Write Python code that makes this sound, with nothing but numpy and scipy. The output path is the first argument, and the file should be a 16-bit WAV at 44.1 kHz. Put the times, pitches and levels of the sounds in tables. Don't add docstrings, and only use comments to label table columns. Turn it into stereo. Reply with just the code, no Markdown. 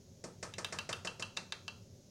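import sys
import numpy as np
from scipy import signal
from scipy.fft import rfft, irfft
from scipy.io import wavfile

SR = 44100
rng = np.random.default_rng(int(sys.argv[2]) if len(sys.argv) > 2 else 0)


def wrap_up_sound(samples):
    columns = np.atleast_2d(samples).T
    tamed = np.clip(columns, -1, 1)
    steps = np.round(tamed * 32767).astype(np.int16)
    wavfile.write(sys.argv[1], SR, steps)


N = 92610

# start_s, bass_db, middle_db, treble_db
KNOCK_BLOWS = [(0.239, -43, -52.5, -46.5), (0.4272, -45.5, -44.5, -43), (0.5818, -45, -43.5, -42.5),
               (0.7238, -47.5, -42, -43), (0.8905, -43.5, -41, -42), (1.0477, -44.5, -44.5, -43.5),
               (1.1956, -49.5, -50, -45.5), (1.3663, -55, -51, -49.5)]
KNOCK_EDGES_HZ = [150, 800, 3300, 12000]
# start_s, node_hz, bass_db, low_middle_db, middle_db, ring_db, click_db, treble_db, top_db
TAP_BLOWS = [(0.538, 4400, -62, -68.5, -57, -55, -50, -54.5, -73),
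             (0.6458, 4320, -49.5, -47.5, -50, -44, -39, -47, -55.5),
             (0.7872, 3490, -51, -44.5, -53.5, -39.5, -43, -47, -59.5),
             (0.9285, 4040, -57, -44, -56, -41.5, -40.5, -47, -58.5),
             (1.0728, 3660, -53.5, -46.5, -61, -37.5, -45, -50.5, -65.5),
             (1.224, 3660, -54, -46, -58.5, -37.5, -44.5, -46.5, -64),
             (1.3714, 3120, -47.5, -49, -48, -43, -40, -42, -64),
             (1.5223, 2854, -54.5, -49, -49.5, -46, -41.5, -47.5, -64.5),
             (1.6798, 3650, -55.5, -50, -62, -42, -46.5, -51.5, -70)]
TAP_EDGES_HZ = [300, 1000, 1850, 2400, 3300, 5000, 9000, 16000]
# pitch_hz, level_db, t60_s
BOARD_CLEAR_MODES = [(178.4, 3.5, 0.27), (365.5, -8, 0.067), (474, -1, 0.28), (516.3, 1.5, 0.26),
                     (579, -1, 0.067), (640.4, 4, 0.16), (843, -12, 0.21), (914, -8, .14), (1280, 1.5, 0.3),
                     (1293, -5.5, 0.23), (1580, -0.5, .11), (1780, -1.5, 0.14), (2436, -9, 0.09),
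                     (2610, -3.5, 0.05), (4450, -6, 0.11), (5660, -20, 0.22), (6150, -2, 0.09),
                     (6790, -1, .1), (7270, -19, 0.085), (8240, -9, 0.087)]
# band_hz, level_db, t60_s
BOARD_DENSE_MODES = [(112, -10, 0.29), (266, -2.5, 0.19), (620, 1, 0.093), (990, 1, 0.29), (1870, 1, 0.035),
                     (3360, -6, 0.094), (5670, 3, 0.068), (7300, -2.5, 0.049), (9720, -16.5, 0.078),
                     (13400, -31, .05)]
# pitch_hz, level_db, t60_s, after_ring_db
SPOT_MODES = [(895, -13, 0.079, -22.5), (1216, -10, 0.059, -34), (1378, -11.5, 0.095, -23),
              (1707, -8.5, 0.039, -21), (2177, -13, 0.022, -32), (2593, -13, 0.072, -24),
              (2703, 3, 0.11, -11.5), (3063, -2, 0.047, -20), (3274, -4.5, 0.026, -14.5),
              (3635, 0, 0.025, -13.5), (3902, -3, 0.041, -22), (3958, -5, 0.056, -14),
              (4080, -36, 0.036, -16.5), (4660, -11, .05, -20), (4900, -12.5, 0.046, -26),
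              (5890, -12, .03, -23)]
# band_hz, level_db, t60_s
BEAK_CRACK = [(247, -24, 0.039), (547, -15, 0.072), (840, -11, 0.043), (1440, -1.5, 0.048),
              (2000, -7.5, 0.054), (2950, 1, 0.058), (3980, 3, 0.026), (5800, -10, 0.027),
              (7700, -8, 0.019), (10200, -9.5, 0.017), (13900, -25, .02)]
# band_hz, level_db, t60_s
KNOCK_REVERB = [(150, -6, 0.97), (540, 2.5, 0.37), (1240, 2.5, 0.29), (3420, -8, 0.51), (5550, -0.5, 0.26),
                (7600, -5.5, 0.28), (11650, -26, 0.31), (15000, -38, .15)]
# band_hz, level_db, t60_s
TAP_REVERB = [(189, -14, 0.35), (556, -10, .33), (1330, -5, 0.36), (1990, -10.5, 0.23), (2860, -4.5, 0.38),
              (4100, -6, 0.37), (6000, -14, 0.32), (9200, -18, 0.37), (14200, -24, .15)]
# frequency_hz, left_minus_right_db
BOARD_BALANCE = [(200, 1.5), (600, 0.5), (1300, 0), (2700, 3), (4200, 2), (6300, 6), (8200, -7),
                 (10000, -2), (13000, -1)]
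# frequency_hz, level_db
RUMBLE_SPECTRUM = [(20, -37), (35, -45), (50, -22), (70, -14.5), (100, 3), (130, -4.5), (200, -20.5),
                   (400, -47.5)]
# time_s, level_db
RUMBLE_CONTOUR = [(0.0, -61), (0.29, -66), (0.33, -55.5), (0.61, -60), (0.65, -61), (0.68, -69),
                  (0.73, -66), (0.78, -48.5), (0.89, -64.5), (0.97, -49.5), (1.05, -64.5), (1.27, -55.5),
                  (1.34, -79.5), (1.42, -63.5), (1.84, -56.5), (1.88, -78), (1.93, -57), (2.1, -66)]
# frequency_hz, level_db
DRONE_SPECTRUM = [(80, -47.5), (140, 0.5), (185, 1), (240, -1.5), (320, -19.5), (385, -2.5), (460, -14),
                  (560, -3.5), (660, -16), (1000, -31), (2000, -46)]
# frequency_hz, level_db
HISS_SPECTRUM = [(300, 10.5), (1300, -8), (2800, -5.5), (4200, -0.5), (5400, 3.5), (6750, 5.5), (7400, -5),
                 (9000, -12.5), (10700, -10), (12500, -15.5), (16000, -17)]

KNOCK_RISE_S, TAP_RISE_S, ROOM_RISE_S = 0.0012, 0.00057, 0.0099
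BOARD_MODES_DB, SPOT_MODES_DB, AFTER_RING_T60_S = -4.5, 2.5, 0.38
MODE_SPREAD_RAD, MONO_BELOW_HZ = 1.38, 390
RUMBLE_DEPTH = 0.62
RING_T = np.arange(SR // 2) / SR


def knocks():
    out = np.zeros((2, N))
    ringing = amp(BOARD_MODES_DB) * damped_modes(BOARD_CLEAR_MODES, KNOCK_RISE_S)
    sounds = impulse_responses(ringing, BOARD_DENSE_MODES, KNOCK_RISE_S, KNOCK_REVERB,
                               variation=0.36, count=len(KNOCK_BLOWS))
    for (start_s, *levels_db), sound in zip(KNOCK_BLOWS, sounds):
        add(out, start_s, shape_blow(sound, KNOCK_EDGES_HZ, levels_db))
    return out * amp(-1) * pan(left_minus_right_db=-2.5)


def taps():
    out = np.zeros((2, N))
    lingering = [(hz, after_ring_db, AFTER_RING_T60_S) for hz, _, _, after_ring_db in SPOT_MODES]
    spot = damped_modes(SPOT_MODES, TAP_RISE_S) + damped_modes(lingering, ROOM_RISE_S)
    ringing = amp(SPOT_MODES_DB) * spot + contact_pulse()
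    sounds = impulse_responses(ringing, BEAK_CRACK, TAP_RISE_S, TAP_REVERB,
                               variation=0.5, count=len(TAP_BLOWS))
    for (start_s, node_hz, *levels_db), sound in zip(TAP_BLOWS, sounds):
        add(out, start_s, shape_blow(node_notch(sound, node_hz), TAP_EDGES_HZ, levels_db))
    return out * pan(left_minus_right_db=-2)


def contact_pulse(gain_db=-3.5, width_s=0.00005):
    u = RING_T / width_s - 2 * np.pi
    return amp(gain_db) * unit_energy(u * np.exp(-u ** 2 / 2))


def node_notch(sound, node_hz, depth=0.91, width_hz=1120):
    b, a = signal.iirpeak(node_hz, node_hz / width_hz, SR)
    return sound - depth * signal.lfilter(b, a, sound)


def impulse_responses(ringing, dense_bands, rise_s, reverb_bands, variation, count):
    def diffuse():
        return diffuse_decay(dense_bands, rise_s) + diffuse_decay(reverb_bands, ROOM_RISE_S)

    shared = diffuse()
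    return [ringing + (shared + variation * diffuse()) / np.hypot(1, variation) for _ in range(count)]


def damped_modes(table, rise_s):
    out = 0
    for (hz, level_db, t60_s, *_), start_cycles in zip(table, rng.random(len(table))):
        lead_rad = np.array([[MODE_SPREAD_RAD], [0]]) * hz ** 2 / (hz ** 2 + MONO_BELOW_HZ ** 2)
        sine = np.sin(2 * np.pi * (hz * RING_T + start_cycles) + lead_rad)
        out = out + amp(level_db) * unit_energy(sine * envelope(rise_s, t60_s))
    return out


def diffuse_decay(bands, rise_s):
    out = 0
    centres_hz = [band[0] for band in bands]
    for (_, level_db, t60_s), this_band in zip(bands, np.eye(len(bands))):
        hz, spectra = noise_pair(len(RING_T))
        high_pass = hz ** 2 / (hz ** 2 + (centres_hz[0] / 2) ** 2)
        noise = irfft(spectra * curve_at(hz, centres_hz, this_band) * high_pass, len(RING_T))
        out = out + amp(level_db) * unit_energy(noise * envelope(rise_s, t60_s))
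    return out


def envelope(rise_s, t60_s):
    return (1 - np.exp(-RING_T / rise_s)) * np.exp(-np.log(1000) * RING_T / t60_s)


def shape_blow(sound, edges_hz, levels_db, attack_s=0.025, size=4096):
    hz = np.fft.rfftfreq(size, 1 / SR)
    count = round(attack_s * SR)
    power = (abs(rfft(sound[:, :count], size)) ** 2).mean(0) * 2 / (size * count)
    lows, highs = np.array(edges_hz[:-1]), np.array(edges_hz[1:])
    band_power = [power[(hz >= low) & (hz < high)].sum() for low, high in zip(lows, highs)]
    gain_db = np.array(levels_db) - 10 * np.log10(band_power)
    two_sided_hz = abs(np.fft.fftfreq(size, 1 / SR))
    log_gain = np.log(amp(curve_at(two_sided_hz, np.sqrt(lows * highs), gain_db)))
    minimum_phase = np.exp(signal.hilbert(log_gain).conj())
    kernel = np.fft.ifft(minimum_phase).real[:size // 2]
    return signal.fftconvolve(sound, kernel[None], axes=1)


def pan(left_minus_right_db):
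    return amp(np.array([[left_minus_right_db], [-left_minus_right_db]]) / 2)


def stereo_balance(sound):
    lean_db = curve_at(np.fft.rfftfreq(N, 1 / SR), *np.transpose(BOARD_BALANCE))
    gains = np.sqrt(2 / (1 + amp(np.array([-lean_db, lean_db])) ** 2))
    return irfft(rfft(sound) * gains, N)


def rumble():
    contour_db = np.interp(np.arange(N) / SR, *np.transpose(RUMBLE_CONTOUR))
    wavering = amp(RUMBLE_DEPTH * (contour_db - contour_db.mean()))
    return room_noise(RUMBLE_SPECTRUM, level_db=-60) * wavering


def room_noise(spectrum, level_db):
    hz, spectra = noise_pair(N)
    colour = amp(curve_at(hz, *np.transpose(spectrum)))
    return amp(level_db) * np.sqrt(N) * unit_energy(irfft(spectra * colour, N))


def noise_pair(size):
    hz = np.fft.rfftfreq(size, 1 / SR)
    left, independent = rfft(rng.standard_normal((2, size)))
    correlation = 1 / (1 + (hz / MONO_BELOW_HZ) ** 2)
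    right = correlation * left + np.sqrt(1 - correlation ** 2) * independent
    return hz, np.array([left, right])


def amp(db):
    return 10 ** (np.asarray(db) / 20)


def unit_energy(sound):
    return sound / np.sqrt((sound ** 2).sum(-1, keepdims=True) + 1e-20)


def curve_at(hz, points_hz, values):
    return np.interp(np.log(hz + 1), np.log(points_hz), values)


def add(mix, start_s, sound):
    part = mix[:, round(start_s * SR):][:, :sound.shape[1]]
    part += sound[:, :part.shape[1]]


def scene():
    drumming = stereo_balance(knocks() + taps())
    low_rumble = rumble()
    drone = room_noise(DRONE_SPECTRUM, level_db=-61.5)
    hiss = room_noise(HISS_SPECTRUM, level_db=-64)
    return drumming + low_rumble + drone + hiss


def record(dry):
    low_pass = signal.firwin(511, cutoff=16300, window=("kaiser", 9), fs=SR)
    return signal.oaconvolve(dry, low_pass[None], "same")


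dry = scene()
out = record(dry)
wrap_up_sound(out)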